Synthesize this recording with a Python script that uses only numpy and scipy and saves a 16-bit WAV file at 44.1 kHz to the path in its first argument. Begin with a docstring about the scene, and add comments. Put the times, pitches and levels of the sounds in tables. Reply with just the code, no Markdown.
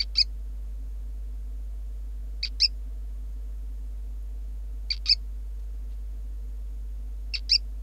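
"""A house gecko on a plastic roof panel gives four double chirps in a quiet room.
Each call is a short yelp that sinks into a creak, then a louder arched chirp, hoarse at first, then pure.
Both are trains of glottal pulses ringing in the throat; close echoes off the panel make the gliding
tone swell and dip. Under it lies a bed of mains hum, a distant motor, room air, a thin electrical
whine and three faint rustles."""
import sys
import numpy as np
from scipy import signal
from scipy.fft import rfft, irfft
from scipy.io import wavfile

SR = 44100
rng = np.random.default_rng(int(sys.argv[2]) if len(sys.argv) > 2 else 0)


def store_wav(level_fs):
    """Save 16-bit WAV to argv[1]."""
    pcm = np.round(np.clip(np.atleast_2d(level_fs), -1, 1) * 32767)
    wavfile.write(sys.argv[1], SR, pcm.T.astype(np.int16))


N = 344862

# odd harmonics of the mains: harmonic_number, rms_db
HUM_HARMONICS = [(1, -34.2), (3, -77.5), (5, -77), (9, -71.5), (11, -79.5), (19, -88)]
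# drone of a distant motor: centre_hz, width_hz, rms_db
MOTOR_BANDS = [(253.4, 40, -64), (466, 6.9, -75), (666, 4, -83.5)]
# colour of the room air and hiss: frequency_hz, relative_db
AIR_COLOUR = [(20, 2), (45, 3), (115, 1.5), (165, -4), (240, -7), (330, -13.5), (520, -14), (690, -12),
              (780, -19), (1300, -21), (2500, -25.5), (6000, -28), (15500, -29.5)]
# path of the electrical whine: time_s, centre_hz
WHINE_PATH = [(0, 6700), (1.1, 6650), (1.6, 6770), (2.8, 6810), (3.3, 6720), (4.6, 6770), (5.6, 6680),
              (6.301, 6750), (7.2, 6650)]
# faint rustles: peak_s, half_length_s, centre_hz, peak_rms_db
RUSTLE_PUFFS = [(4.227, 0.0046, 12000, -65), (5.599, 0.0045, 4560, -65.5), (5.923, 0.021, 3494, -66.5)]
# close echoes between the ribs of the panel: delay_ms, signed_gain
RIB_ECHOES = [(0.850, .12), (1.288, .22), (1.415, -.23), (1.650, -.24)]
# EQ on the sound that the panel's frame scatters: frequency_hz, gain_db
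SPLASH_EQ = [(1500, 1.5), (2500, 4.5), (3600, 7.5), (4700, -4.5), (5500, -0.5), (7000, 8), (11000, 2.5)]
# throat resonances, mouth half closed: frequency_hz, relative_db
NARROW_THROAT = [(700, -50.5), (1200, -22), (1700, -25), (2200, -13.5), (2500, -15), (2720, -9.5),
                 (2950, -13.5), (3300, -11.5), (3900, -10.5), (4500, -1), (5250, -8), (5750, -19),
                 (7000, -32.5), (8200, -36.5), (10500, -60), (13500, -67)]
# throat resonances, mouth open: frequency_hz, relative_db
OPEN_THROAT = [(700, -50.5), (1200, -27), (1750, -23), (2300, -21.5), (2700, -14), (3300, -16), (3900, -9),
               (4500, 0.5), (5250, 2), (5900, -11.5), (7000, -29), (8200, -32), (10500, -47), (13500, -67)]
# first syllables: start_s, top_hz, rise_s, fall_s, creak_s, pulse_db
YELP_CUES = [(0.0001, 2363, .0066, 0.011, 0.017, -23.5), (2.429, 2540, .011, .015, 0.024, -24.5),
             (4.9035, 2406, 0.0058, .017, 0.026, -23.5), (7.3383, 2731, .0032, 0.017, 0.026, -22)]
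# lone pulses in which a creak runs out: time_s, pulse_db
CREAK_TICKS = [(0.04, -36.5), (2.483, -36), (4.9664, -32), (4.9774, -35), (7.3934, -35)]
# second syllables: start_s, hoarse_hz, hoarse_db, hoarse_roughness (0-1), hoarse_s, climb_s, drop_s,
# top_hz, end_hz, pulse_db
CHIRP_CUES = [(0.1542, 1327, -29, .08, .023, 0.031, 0.015, 2569, 2035, -18),
              (2.6011, 2038, -22, 0.12, .015, 0.0269, 0.015, 2750, 2372, -17.5),
              (5.0593, 1234, -26, 0.46, .031, 0.028, 0.0146, 2603, 2127, -17.5),
              (7.4938, 1990, -24.5, 0.14, .0188, 0.034, 0.014, 2790, 2313, -17)]

CLEAR_ROUGH = .028  # unevenness of taut vocal folds, 0-1
TIME_S, BINS_HZ = np.arange(N) / SR, np.fft.rfftfreq(N, 1 / SR)


def from_db(db):
    """Decibels to gain."""
    return 10 ** (np.asarray(db) / 20)


def unit_rms(x):
    """Scale to an rms of 1."""
    return x / np.sqrt(np.mean(x ** 2) + 1e-20)


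def ramp(x, start, length, ease=1):
    """From 0 to 1: a straight line, or slowing towards its end if ease is above 1."""
    return 1 - (1 - np.clip((x - start) / length, 0, 1)) ** ease


def eq_gain(curve, hz):
    """Gain of an EQ curve, drawn on a log-frequency axis."""
    points_hz, db = np.transpose(curve)
    return from_db(np.interp(np.log(hz + 1), np.log(points_hz), db))


def coloured_noise(gain):
    """Unit-rms noise shaped by a gain for every frequency."""
    return unit_rms(irfft(rfft(rng.standard_normal(N)) * gain, N))


def noise_band(centre_hz, width_hz):
    """Unit-rms noise in one steep-sided resonance."""
    return coloured_noise(1 / (1 + (2 * (BINS_HZ - centre_hz) / width_hz) ** 2))


def clicks(times_s, db, half_taps=12):
    """Band-limited impulses, placed between samples."""
    position = np.asarray(times_s)[:, None] * SR
    taps = position.astype(int) + np.arange(1 - half_taps, half_taps + 1)
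    offset = taps - position
    shape = np.sinc(offset) * np.cos(np.pi * offset / (2 * half_taps)) ** 2
    return np.bincount(np.clip(taps, 0, N - 1).ravel(), (shape * from_db(db)[:, None]).ravel(), N)


def room_air(rms_db=-57):
    """Room tone: a soft rumble with hiss on top."""
    return from_db(rms_db) * coloured_noise(eq_gain(AIR_COLOUR, BINS_HZ))


def mains_hum(mains_hz=50):
    """A steady low sine with faint odd harmonics."""
    return sum(np.sqrt(2) * from_db(db) * np.sin(2 * np.pi * harmonic * mains_hz * TIME_S)
               for harmonic, db in HUM_HARMONICS)


def motor_drone():
    """A distant motor drones in narrow bands of noise."""
    return sum(from_db(db) * noise_band(hz, width_hz) for hz, width_hz, db in MOTOR_BANDS)


def electrical_whine(width_hz=240, rms_db=-82.5):
    """A thin band of hiss whose centre wanders."""
    centre_hz = np.interp(TIME_S, *np.transpose(WHINE_PATH))
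    carrier = np.sin(2 * np.pi * np.cumsum(centre_hz) / SR)
    return from_db(rms_db) * unit_rms(noise_band(0, width_hz) * carrier)


def rustles(width_hz=4000):
    """Brief soft puffs of friction noise."""
    return sum(from_db(db) * np.exp(-((TIME_S - peak_s) / half_s) ** 2) * noise_band(hz, width_hz)
               for peak_s, half_s, hz, db in RUSTLE_PUFFS)


def reverb(x, t60_s, level_db, predelay_s):
    """Dense reflections that set in after a delay and die away."""
    t = np.arange(SR // 2) / SR
    tail = rng.standard_normal(len(t)) * from_db(-60 * t / t60_s) * (t > predelay_s)
    return from_db(level_db) * signal.oaconvolve(x, tail / np.linalg.norm(tail))[:N]


def panel_and_room(voice):
    """Close echoes off the panel comb the voice; its frame adds a short splash, the room a faint tail."""
    echoes = sum(gain * np.interp(TIME_S - ms / 1000, TIME_S, voice, left=0) for ms, gain in RIB_ECHOES)
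    splash_send = irfft(rfft(voice) * eq_gain(SPLASH_EQ, BINS_HZ), N)
    splash = reverb(splash_send, t60_s=.071, level_db=-20, predelay_s=.0059)
    tail = reverb(voice, t60_s=.22, level_db=-45, predelay_s=.012)
    return voice + echoes + splash + tail


def throat(pulses, resonances, skew=.34, size=2048):
    """Each pulse rings in the throat and mouth: it swells within a few cycles and dies more slowly."""
    cepstrum = irfft(np.log(eq_gain(resonances, np.fft.rfftfreq(size, 1 / SR))))
    cepstrum[1:size // 2] *= 1 + skew  # moves ringing from before the peak to after it
    cepstrum[size // 2 + 1:] *= 1 - skew
    ring = np.fft.fftshift(irfft(np.exp(rfft(cepstrum))))
    return signal.oaconvolve(pulses, ring / np.abs(ring).max(), "same")


def glottis(syllable, jitter_cycles=.11, shimmer_db=5.5, least_rough=.0072, release_s=.001, draws=512):
    """One pulse per cycle of the vocal folds; slack folds beat unevenly in time and strength."""
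    flutter_share, flutter_s = .009, .002  # depth and pace of a random pitch wobble
    curve_s, pitch_hz, level_db, rough = syllable
    t = np.arange(curve_s[0], curve_s[-1] + 2 * release_s, 1 / SR)
    flutter = np.interp((t - curve_s[0]) / flutter_s, np.arange(draws), rng.standard_normal(draws))
    cycles = np.cumsum(np.interp(t, curve_s, pitch_hz) * (1 + flutter_share * flutter)) / SR
    pulse_s = np.interp(np.arange(cycles[-1]), cycles, t)
    unevenness = least_rough + np.interp(pulse_s, curve_s, rough)
    lateness, strength = rng.standard_normal((draws, 2))[:len(pulse_s)].T * unevenness
    jitter_s = jitter_cycles * lateness / np.interp(pulse_s, curve_s, pitch_hz)
    pulse_db = np.interp(pulse_s, curve_s, level_db) + shimmer_db * strength
    release_db = -10 * np.maximum(0, (pulse_s - curve_s[-1]) / release_s + .5)
    return clicks(pulse_s + jitter_s, pulse_db + release_db)


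def yelp(start_s, top_hz, rise_s, fall_s, creak_s, pulse_db):
    """Curves for the glottis: the pitch scoops up, sinks and breaks as the folds slacken to a creak."""
    attack_s, attack_db, attack_rough = .003, -2.5, .26
    scoop_hz_per_s, break_hz, sag_db = 67000, 1748, 5
    slacken_s, slack_hz, taut_hz = .008, 1100, 2150
    creak_hz, creak_db, creak_db_per_s, creak_rough = 457, -30.5, -170, .5
    t = np.arange(0, rise_s + fall_s + creak_s, 1 / SR)
    attack = 1 - ramp(t, 0, attack_s)
    scoop = (1 - ramp(t, 0, rise_s)) ** 2
    sink = ramp(t, rise_s, fall_s) ** 2
    since_break_s = np.maximum(t - rise_s - fall_s, 0)
    taut = np.exp(-since_break_s / slacken_s)
    arch_hz = top_hz - scoop_hz_per_s * rise_s * scoop - (top_hz - break_hz) * sink
    pitch_hz = creak_hz + (arch_hz - creak_hz) * taut
    arch_db = pulse_db + attack_db * attack - sag_db * sink
    level_db = arch_db * taut + (creak_db + creak_db_per_s * since_break_s) * (1 - taut)
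    rough = np.interp(pitch_hz, [slack_hz, taut_hz], [creak_rough, CLEAR_ROUGH]) + attack_rough * attack
    return start_s + t, pitch_hz, level_db, rough


def chirp(start_s, hoarse_hz, hoarse_db, hoarse_rough, hoarse_s, climb_s, drop_s,
          top_hz, end_hz, pulse_db):
    """Curves for the glottis: a hoarse start lifts into a loud, clear arch and closes with a rasp."""
    attack_s, attack_db, attack_rough, scoop_share = .0045, -1.5, .3, .2154
    lift_s, clearing_s, clear_hz, swell_db = .0067, .007, 2125, 2.5
    lift_push_db, drop_push_db = 4.5, 2  # a push of air as the pitch lifts, another as it drops
    close_s, close_db, close_rough, close_rise_hz = .0043, -7.5, .15, 200
    top_s = hoarse_s + climb_s
    t = np.arange(0, top_s + drop_s + close_s, 1 / SR)
    attack = 1 - ramp(t, 0, attack_s)
    lift = ramp(t, hoarse_s - lift_s, lift_s)
    clear = ramp(t, hoarse_s - clearing_s / 2, clearing_s)
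    climb = ramp(t, hoarse_s, climb_s, ease=1.6)
    drop = ramp(t, top_s, drop_s, ease=1.2)
    close = ramp(t, top_s + drop_s, close_s)
    pitch_hz = hoarse_hz * (1 - scoop_share * attack) + (clear_hz - hoarse_hz) * lift
    pitch_hz += (top_hz - clear_hz) * climb + (end_hz - top_hz) * drop + close_rise_hz * close
    onset_db = hoarse_db + attack_db * attack + lift_push_db * np.sqrt(lift)
    arch_db = pulse_db - swell_db * (1 - climb + drop) + drop_push_db * np.sin(np.pi * drop)
    level_db = onset_db * (1 - clear) + (arch_db + close_db * close) * clear
    rough = hoarse_rough * (1 - clear) + CLEAR_ROUGH * clear + attack_rough * attack + close_rough * close
    return start_s + t, pitch_hz, level_db, rough


def gecko(mouth_opens_hz=1300, opening_span_hz=400):
    """Yelps sound through a half-closed mouth; in a chirp it opens as the pitch rises."""
    narrow = sum(glottis(yelp(*cue)) for cue in YELP_CUES) + clicks(*np.transpose(CREAK_TICKS))
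    wide = np.zeros(N)
    for cue in CHIRP_CUES:
        syllable = chirp(*cue)
        curve_s, pitch_hz = syllable[:2]
        pulses = glottis(syllable)
        opening = ramp(np.interp(TIME_S, curve_s, pitch_hz), mouth_opens_hz, opening_span_hz)
        narrow += pulses * (1 - opening)
        wide += pulses * opening
    return throat(narrow, NARROW_THROAT) + throat(wide, OPEN_THROAT)


def scene():
    """The gecko and its reflections over the quiet bed, all dead centre."""
    calls = panel_and_room(gecko())
    mono = calls + mains_hum() + motor_drone() + room_air() + electrical_whine() + rustles()
    return np.array([mono, mono])


def record(dry, cutoff_hz=16300):
    """A steep high cut on the whole mix."""
    return signal.sosfiltfilt(signal.cheby2(16, 60, cutoff_hz, fs=SR, output="sos"), dry)


dry = scene()
out = record(dry)
store_wav(out)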